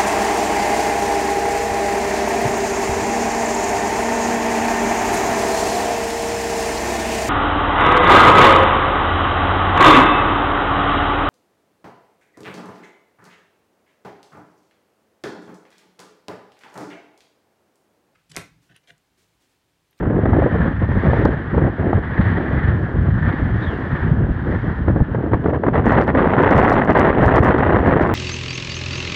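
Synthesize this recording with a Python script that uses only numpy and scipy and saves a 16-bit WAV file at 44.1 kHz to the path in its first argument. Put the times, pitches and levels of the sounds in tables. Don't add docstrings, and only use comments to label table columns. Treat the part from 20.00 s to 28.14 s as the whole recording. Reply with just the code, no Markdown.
import sys
import numpy as np
from scipy import signal
from scipy.fft import rfft, irfft, next_fast_len
from scipy.io import wavfile
from scipy.ndimage import uniform_filter1d, minimum_filter1d, map_coordinates

SR = 44100
rng = np.random.default_rng(int(sys.argv[2]) if len(sys.argv) > 2 else 0)


def dump(signal):
    limited = np.clip(np.atleast_2d(signal).T, -1, 1)
    pcm = np.round(limited * 32767).astype(np.int16)
    wavfile.write(sys.argv[1], SR, pcm)


N = 358974
TIME = np.arange(N) / SR

# time_s, hiss_db, grass_db
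BREEZE_LEVELS = [(0, -42, -74), (.15, -41, -73), (.55, -34, -66), (.75, -36, -69), (1.15, -30.5, -57.5),
                 (1.35, -36, -65), (1.9, -35.5, -68.5), (2.25, -31.5, -65), (2.7, -34, -66),
                 (2.82, -38, -63.5), (3.17, -37, -63.5), (3.27, -33, -64.5), (3.7, -34.5, -58),
                 (4.05, -34.5, -61.5), (4.22, -40, -67), (4.55, -34.5, -61), (5.2, -41, -69.5)]
# time_s, pitch_hz, level_db
WHISTLE_NOTE = [(3.52, 3150, -66), (3.6, 3400, -57), (3.64, 3850, -48), (3.68, 3300, -44.5),
                (3.75, 2800, -52), (3.82, 2700, -75)]
# start_s, length_s, rumble_db, turbulence_db
PORT_GUSTS = [(0, 0.28, -20.5, -20), (0.284, 0.2, -15, -17.5), (0.513, 0.18, -18.0, -19.5),
              (0.817, 0.044, -18, -18), (0.883, 0.105, -13, -22), (1.037, 0.266, -15.5, -18.0),
              (1.308, 0.055, -24, -22.5), (1.53, 0.17, -17, -18), (1.784, 0.21, -18.5, -19),
              (2.173, 0.17, -17.0, -27), (2.516, 0.09, -16.5, -34), (2.633, 0.22, -16.0, -30),
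              (2.966, 0.23, -14.5, -31), (3.206, 0.12, -16.5, -33), (3.387, 0.12, -14.5, -33),
              (3.504, 0.1, -16.5, -42), (3.926, 0.028, -14, -34), (4.018, 0.32, -15.0, -29.5),
              (4.444, 0.13, -18, -23.5), (4.626, 0.1, -17, -23), (4.88, 0.14, -14.5, -20.5),
              (5.158, 0.16, -26, -22), (5.319, 0.037, -12, -13), (5.438, 0.078, -24, -17),
              (5.529, 0.047, -34, -16.5), (5.633, 0.058, -27, -16.5), (5.734, 0.067, -15.5, -16.0),
              (5.851, 0.18, -20.0, -15.5), (6.077, 0.025, -24.0, -11), (6.146, 0.21, -28, -15.5),
              (6.367, 0.459, -18, -13.5), (6.88, 0.051, -14, -15.5), (6.946, 0.16, -22, -13),
              (7.175, 0.22, -14.5, -13.5), (7.426, 0.11, -21, -15.0), (7.539, 0.279, -19.5, -17),
              (7.847, 0.093, -15, -15.5), (7.956, 0.25, -21.5, -19.5)]
# start_s, length_s, level_db
OVERLOADS = [(1.242, 0.027, -56), (5.859, 0.027, -58), (5.911, 0.03, -60), (6.013, 0.031, -59.5),
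             (6.074, 0.014, -61), (6.379, .055, -63.5), (6.5, .16, -58), (6.677, .07, -52),
             (6.837, .045, -62), (6.903, .03, -61.5), (6.971, 0.035, -48.5), (7.206, 0.098, -60.5),
             (7.349, 0.046, -56), (7.419, .075, -56.5), (7.561, .032, -60), (7.873, .041, -52.5),
             (8.008, .09, -58.5)]
# peak_s, level_db
BIG_EDDIES = [(.445, -15.5), (1.075, -15), (1.121, -13), (1.96, -9), (2.202, -3), (2.69, -15.5),
              (3.07, -14), (3.28, -4.5), (3.429, -7), (4.12, -6.5), (4.312, -10), (5.018, -3), (5.346, -11),
              (6.386, -11), (6.56, -2.5), (7.41, -8), (7.9, -15.5)]
# start_s, level_db, slap_db (compared with the thud)
HARD_EDDIES = [(0.254, -10.5, 9.5), (.329, -15.5, 15), (0.419, -10.5, -17), (.458, -7, -7.5),
               (0.602, -12.5, -3), (1.129, -11.5, -2), (1.25, -5, -3), (1.575, -10, -1.5),
               (1.928, -10.5, -0.5), (4.879, -9.5, -7), (4.959, -8.5, -10), (5.002, -16.5, -21),
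               (5.145, -14.5, 21), (5.332, -6, 14), (5.457, -9, 5), (5.634, -13, 4), (5.664, -9.5, 2),
               (5.68, -8, 6), (5.917, -10.5, 6.5), (6.147, -12, 4), (6.716, -7, 14), (6.894, -5.5, 18.5),
               (7.168, -19, 12), (7.192, -18, 4), (7.225, -7, -0.5), (7.543, -8, -5), (8.006, -9, 15)]

# pitch_hz, level_db
GRASS_TONE = [(1500, -20), (3200, 5), (4200, -3.5), (6000, -14), (9000, -24), (15000, -34.5)]
# pitch_hz, level_db
HISS_TONE = [(100, -1.5), (450, -5), (900, -0.5), (1350, -0.5), (1750, 3.5), (1950, -2), (2250, -12),
             (2600, -20.5), (3250, -19), (4200, -33.5), (6000, -55.5), (10000, -61), (15500, -75)]
# pitch_hz, level_db
RASP_TONE = [(1500, -12), (3500, 12), (5500, 5), (8000, -7), (12000, -17.5), (16000, -22)]
# pitch_hz, level_db
RUMBLE_TONE = [(15, -42.5), (28, -22.5), (55, -1), (90, 1.5), (160, -3), (250, -13.5), (420, -35),
               (900, -50), (3000, -120)]
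# pitch_hz, level_db
THUD_TONE = [(30, -15), (70, -11.5), (200, 3), (400, -1), (700, -11), (1400, -33.5), (4000, -120)]
# pitch_hz, level_db
SLAP_TONE = [(100, -11), (350, 5.5), (750, 2), (1300, -9.5), (1900, -11.5), (2400, -34), (3300, -39.5),
             (4500, -51), (9000, -120)]
# pitch_hz, level_db
THRUM_TONE = [(60, -14), (130, -1), (230, 2.5), (350, 1), (520, -16.5), (1000, -31.5), (3000, -100)]
# pitch_hz, level_db
CHURN_TONE = [(60, -25.5), (150, -0.5), (270, 3), (430, 0.5), (680, -7), (1200, -20.5), (1900, -33),
              (2600, -52.5), (6000, -120)]
# pitch_hz, level_db
TEAR_TONE = [(60, -17.5), (200, 3.5), (450, 1.5), (950, -2.5), (1450, -8), (1900, -8), (2350, -23.5),
             (3200, -30), (4200, -45.5), (6000, -68.5), (10000, -78.5), (16000, -120)]

CALM_RUMBLE_DB, CALM_CHURN_DB, DRIFT_DB = -24.5, -28.5, 2
TURN_AT_S, TURN_PACE_S = 5.73, 0.28
HEAD_ON_CHURN_DB, HEAD_ON_HISS_DB = 7, -15.5
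CHURNS_ABOVE_DB, TEARS_ACROSS_DB, TEARS_HEAD_ON_DB = -27, -7.5, -20
STALL_DB, STALL_S = -6, 0.007
HISS_FOLLOWS, GRASS_FOLLOWS = 0.06, 0.08
HISS_WAVER_DB, FLURRY_DB = 1.35, 0.5
CEILING, TOP_HZ = 0.7, 15800


def amp(db):
    return 10 ** (np.asarray(db) / 20)


def unit(x):
    return x / np.sqrt(np.mean(x ** 2) + 1e-20)


def curves(rows):
    times, *columns = np.transpose(rows)
    return [np.interp(TIME, times, column) for column in columns]


def wobble(rate):
    return map_coordinates(rng.standard_normal(int(N * rate / SR) + 4), [TIME * rate])


def noise(tone, size=N):
    padded = next_fast_len(size + 8192)
    hz, db = np.transpose(tone)
    gain = amp(np.interp(np.log(np.fft.rfftfreq(padded, 1 / SR) + 1), np.log(hz), db))
    return unit(irfft(rfft(rng.standard_normal(padded)) * gain, padded)[:size])


def lumps(rate, depth_db):
    return unit(amp(depth_db * 2 * np.tanh(wobble(rate) / 2)))


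def sputter(rate, life_s, spread_db, steady):
    when, size = rng.random((2, 4000))[:, :int(rate * N / SR)]
    strikes = np.bincount((when * N).astype(int), amp(spread_db * size) ** 2, N)
    age = TIME[:SR // 20] / life_s
    power = np.abs(signal.fftconvolve(strikes, np.square(age * np.exp(-age)))[:N])
    return np.sqrt(steady + (1 - steady) * power / power.mean())


def singing(pitch_hz, width_hz):
    phase = 2 * np.pi * np.cumsum(pitch_hz) / SR
    return unit(wobble(width_hz) * np.cos(phase) + wobble(width_hz) * np.sin(phase))


def swell(start, length, attack_s, release_s):
    rise = 1 + np.tanh((TIME - start) / attack_s)
    fall = 1 + np.tanh((start + length - TIME) / release_s)
    return 0.22 * rise * fall


def beyond(force, threshold_db, width_db):
    return 1 / (1 + np.exp((threshold_db - 20 * np.log10(force)) / width_db))


def head_on():
    return 0.5 + 0.5 * np.tanh((TIME - TURN_AT_S) / TURN_PACE_S)


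def gusts():
    low, rough = np.zeros((2, N))
    for start, length, rumble_db, turbulence_db in PORT_GUSTS:
        shape = swell(start, length, attack_s=0.0046, release_s=0.011)
        low += amp(rumble_db) * shape
        rough += amp(turbulence_db) * shape
    stalls = sum(np.exp(-np.square((TIME - start) / STALL_S + 0.5)) for start, _, _ in HARD_EDDIES)
    return low, rough * amp(STALL_DB * stalls)


def rise_db(gust):
    return 20 * np.log10(1 + gust / amp(CALM_CHURN_DB))


def grass(gust):
    _, level_db = curves(BREEZE_LEVELS)
    flurry_db = GRASS_FOLLOWS * rise_db(gust) + FLURRY_DB * wobble(rate=15)
    return amp(level_db + flurry_db - 0.1) * noise(GRASS_TONE) * lumps(rate=200, depth_db=1.7)


def rasp(gust):
    clusters = sum(amp(db) * swell(start, length, attack_s=0.0037, release_s=0.0045)
                   for start, length, db in OVERLOADS)
    strays = amp(-59) * gust * head_on()
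    ticks = noise(RASP_TONE) * sputter(rate=140, life_s=0.00009, spread_db=14.5, steady=0.008)
    return amp(4.5) * (clusters + strays) * ticks


def whistle():
    pitch_hz, level_db = curves(WHISTLE_NOTE)
    sounding = (TIME > WHISTLE_NOTE[0][0]) & (TIME < WHISTLE_NOTE[-1][0])
    return amp(level_db) * singing(pitch_hz, width_hz=600) * sounding


def airstream(gust):
    flow_db, _ = curves(BREEZE_LEVELS)
    speed = amp(0.08 * (flow_db + 34.5))
    hiss = map_coordinates(noise(HISS_TONE, size=2 * N), [np.cumsum(speed)], order=5, mode="wrap")
    ring_hz = 1800 * speed * (1 + 0.055 * wobble(rate=14))
    ring = singing(ring_hz, width_hz=160)
    surge_db = HISS_FOLLOWS * rise_db(gust) + HISS_WAVER_DB * wobble(rate=9.2)
    level_db = flow_db + surge_db + HEAD_ON_HISS_DB * head_on()
    return amp(level_db + 2.5) * (hiss + amp(-10) * ring) * lumps(rate=61, depth_db=1.8)


def rumble(gust, boom_s=0.0084):
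    calm = amp(CALM_RUMBLE_DB + DRIFT_DB * wobble(rate=8))
    booms = sum(amp(db) * np.exp(-np.square((TIME - peak) / boom_s)) for peak, db in BIG_EDDIES)
    rolling = amp(-0.15) * np.hypot(gust, calm) * lumps(rate=32, depth_db=2.5)
    return np.hypot(rolling, booms) * noise(RUMBLE_TONE)


def buffets(pace_s=0.0021):
    thud, slap, out = noise(THUD_TONE), noise(SLAP_TONE), np.zeros(N)
    age = TIME[:SR // 20] / pace_s
    shape = np.square(age) * np.exp(-age)
    shape /= shape.max()
    for start, level_db, slap_db in HARD_EDDIES:
        span = round(start * SR) + np.arange(len(age))
        blow = (thud[span] + amp(slap_db) * slap[span]) * shape
        out[span] += amp(level_db) * blow * np.linalg.norm(shape) / np.linalg.norm(blow)
    return out


def turbulence(gust):
    facing = head_on()
    calm = amp(CALM_CHURN_DB + HEAD_ON_CHURN_DB * facing + DRIFT_DB * wobble(rate=8))
    force = np.hypot(gust, calm) * lumps(rate=25, depth_db=0.18)
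    churning = beyond(force, CHURNS_ABOVE_DB, width_db=5.0)
    tears_above_db = TEARS_ACROSS_DB + (TEARS_HEAD_ON_DB - TEARS_ACROSS_DB) * facing
    tearing = beyond(force, tears_above_db, width_db=3.5)
    thrum = amp(0.5) * np.sqrt(1 - churning) * noise(THRUM_TONE)
    churn = np.sqrt(churning) * noise(CHURN_TONE)
    dull = amp(-0.46) * np.sqrt(1 - tearing) * (thrum + churn)
    dull *= sputter(rate=120, life_s=0.0033, spread_db=5.5, steady=0.2)
    bright = amp(2.8) * np.sqrt(tearing) * noise(TEAR_TONE)
    bright *= sputter(rate=240, life_s=0.0013, spread_db=5, steady=0.19) * lumps(rate=31, depth_db=1.0)
    return force * (dull + bright)


def scene():
    low, rough = gusts()
    wind = rumble(low) + turbulence(rough) + buffets()
    return (wind + rasp(rough) + airstream(rough) + grass(rough) + whistle())[None]


def limiter(x, release_db_per_s, smooth_samples):
    over_db = 20 * np.log10(np.maximum(np.abs(x) / CEILING, 1))
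    recovery_db = release_db_per_s * TIME
    gain = amp(recovery_db - np.maximum.accumulate(over_db + recovery_db, axis=-1))
    early_gain = minimum_filter1d(gain, 2 * smooth_samples)
    return x * uniform_filter1d(uniform_filter1d(early_gain, smooth_samples), smooth_samples)


def record(dry):
    limited = limiter(dry, release_db_per_s=1203.0, smooth_samples=15)
    padded = next_fast_len(N + SR // 2)
    kept = np.fft.rfftfreq(padded, 1 / SR) < TOP_HZ
    return irfft(rfft(limited, padded) * kept, padded)[..., :N]


dry = scene()
out = record(dry)
dump(out)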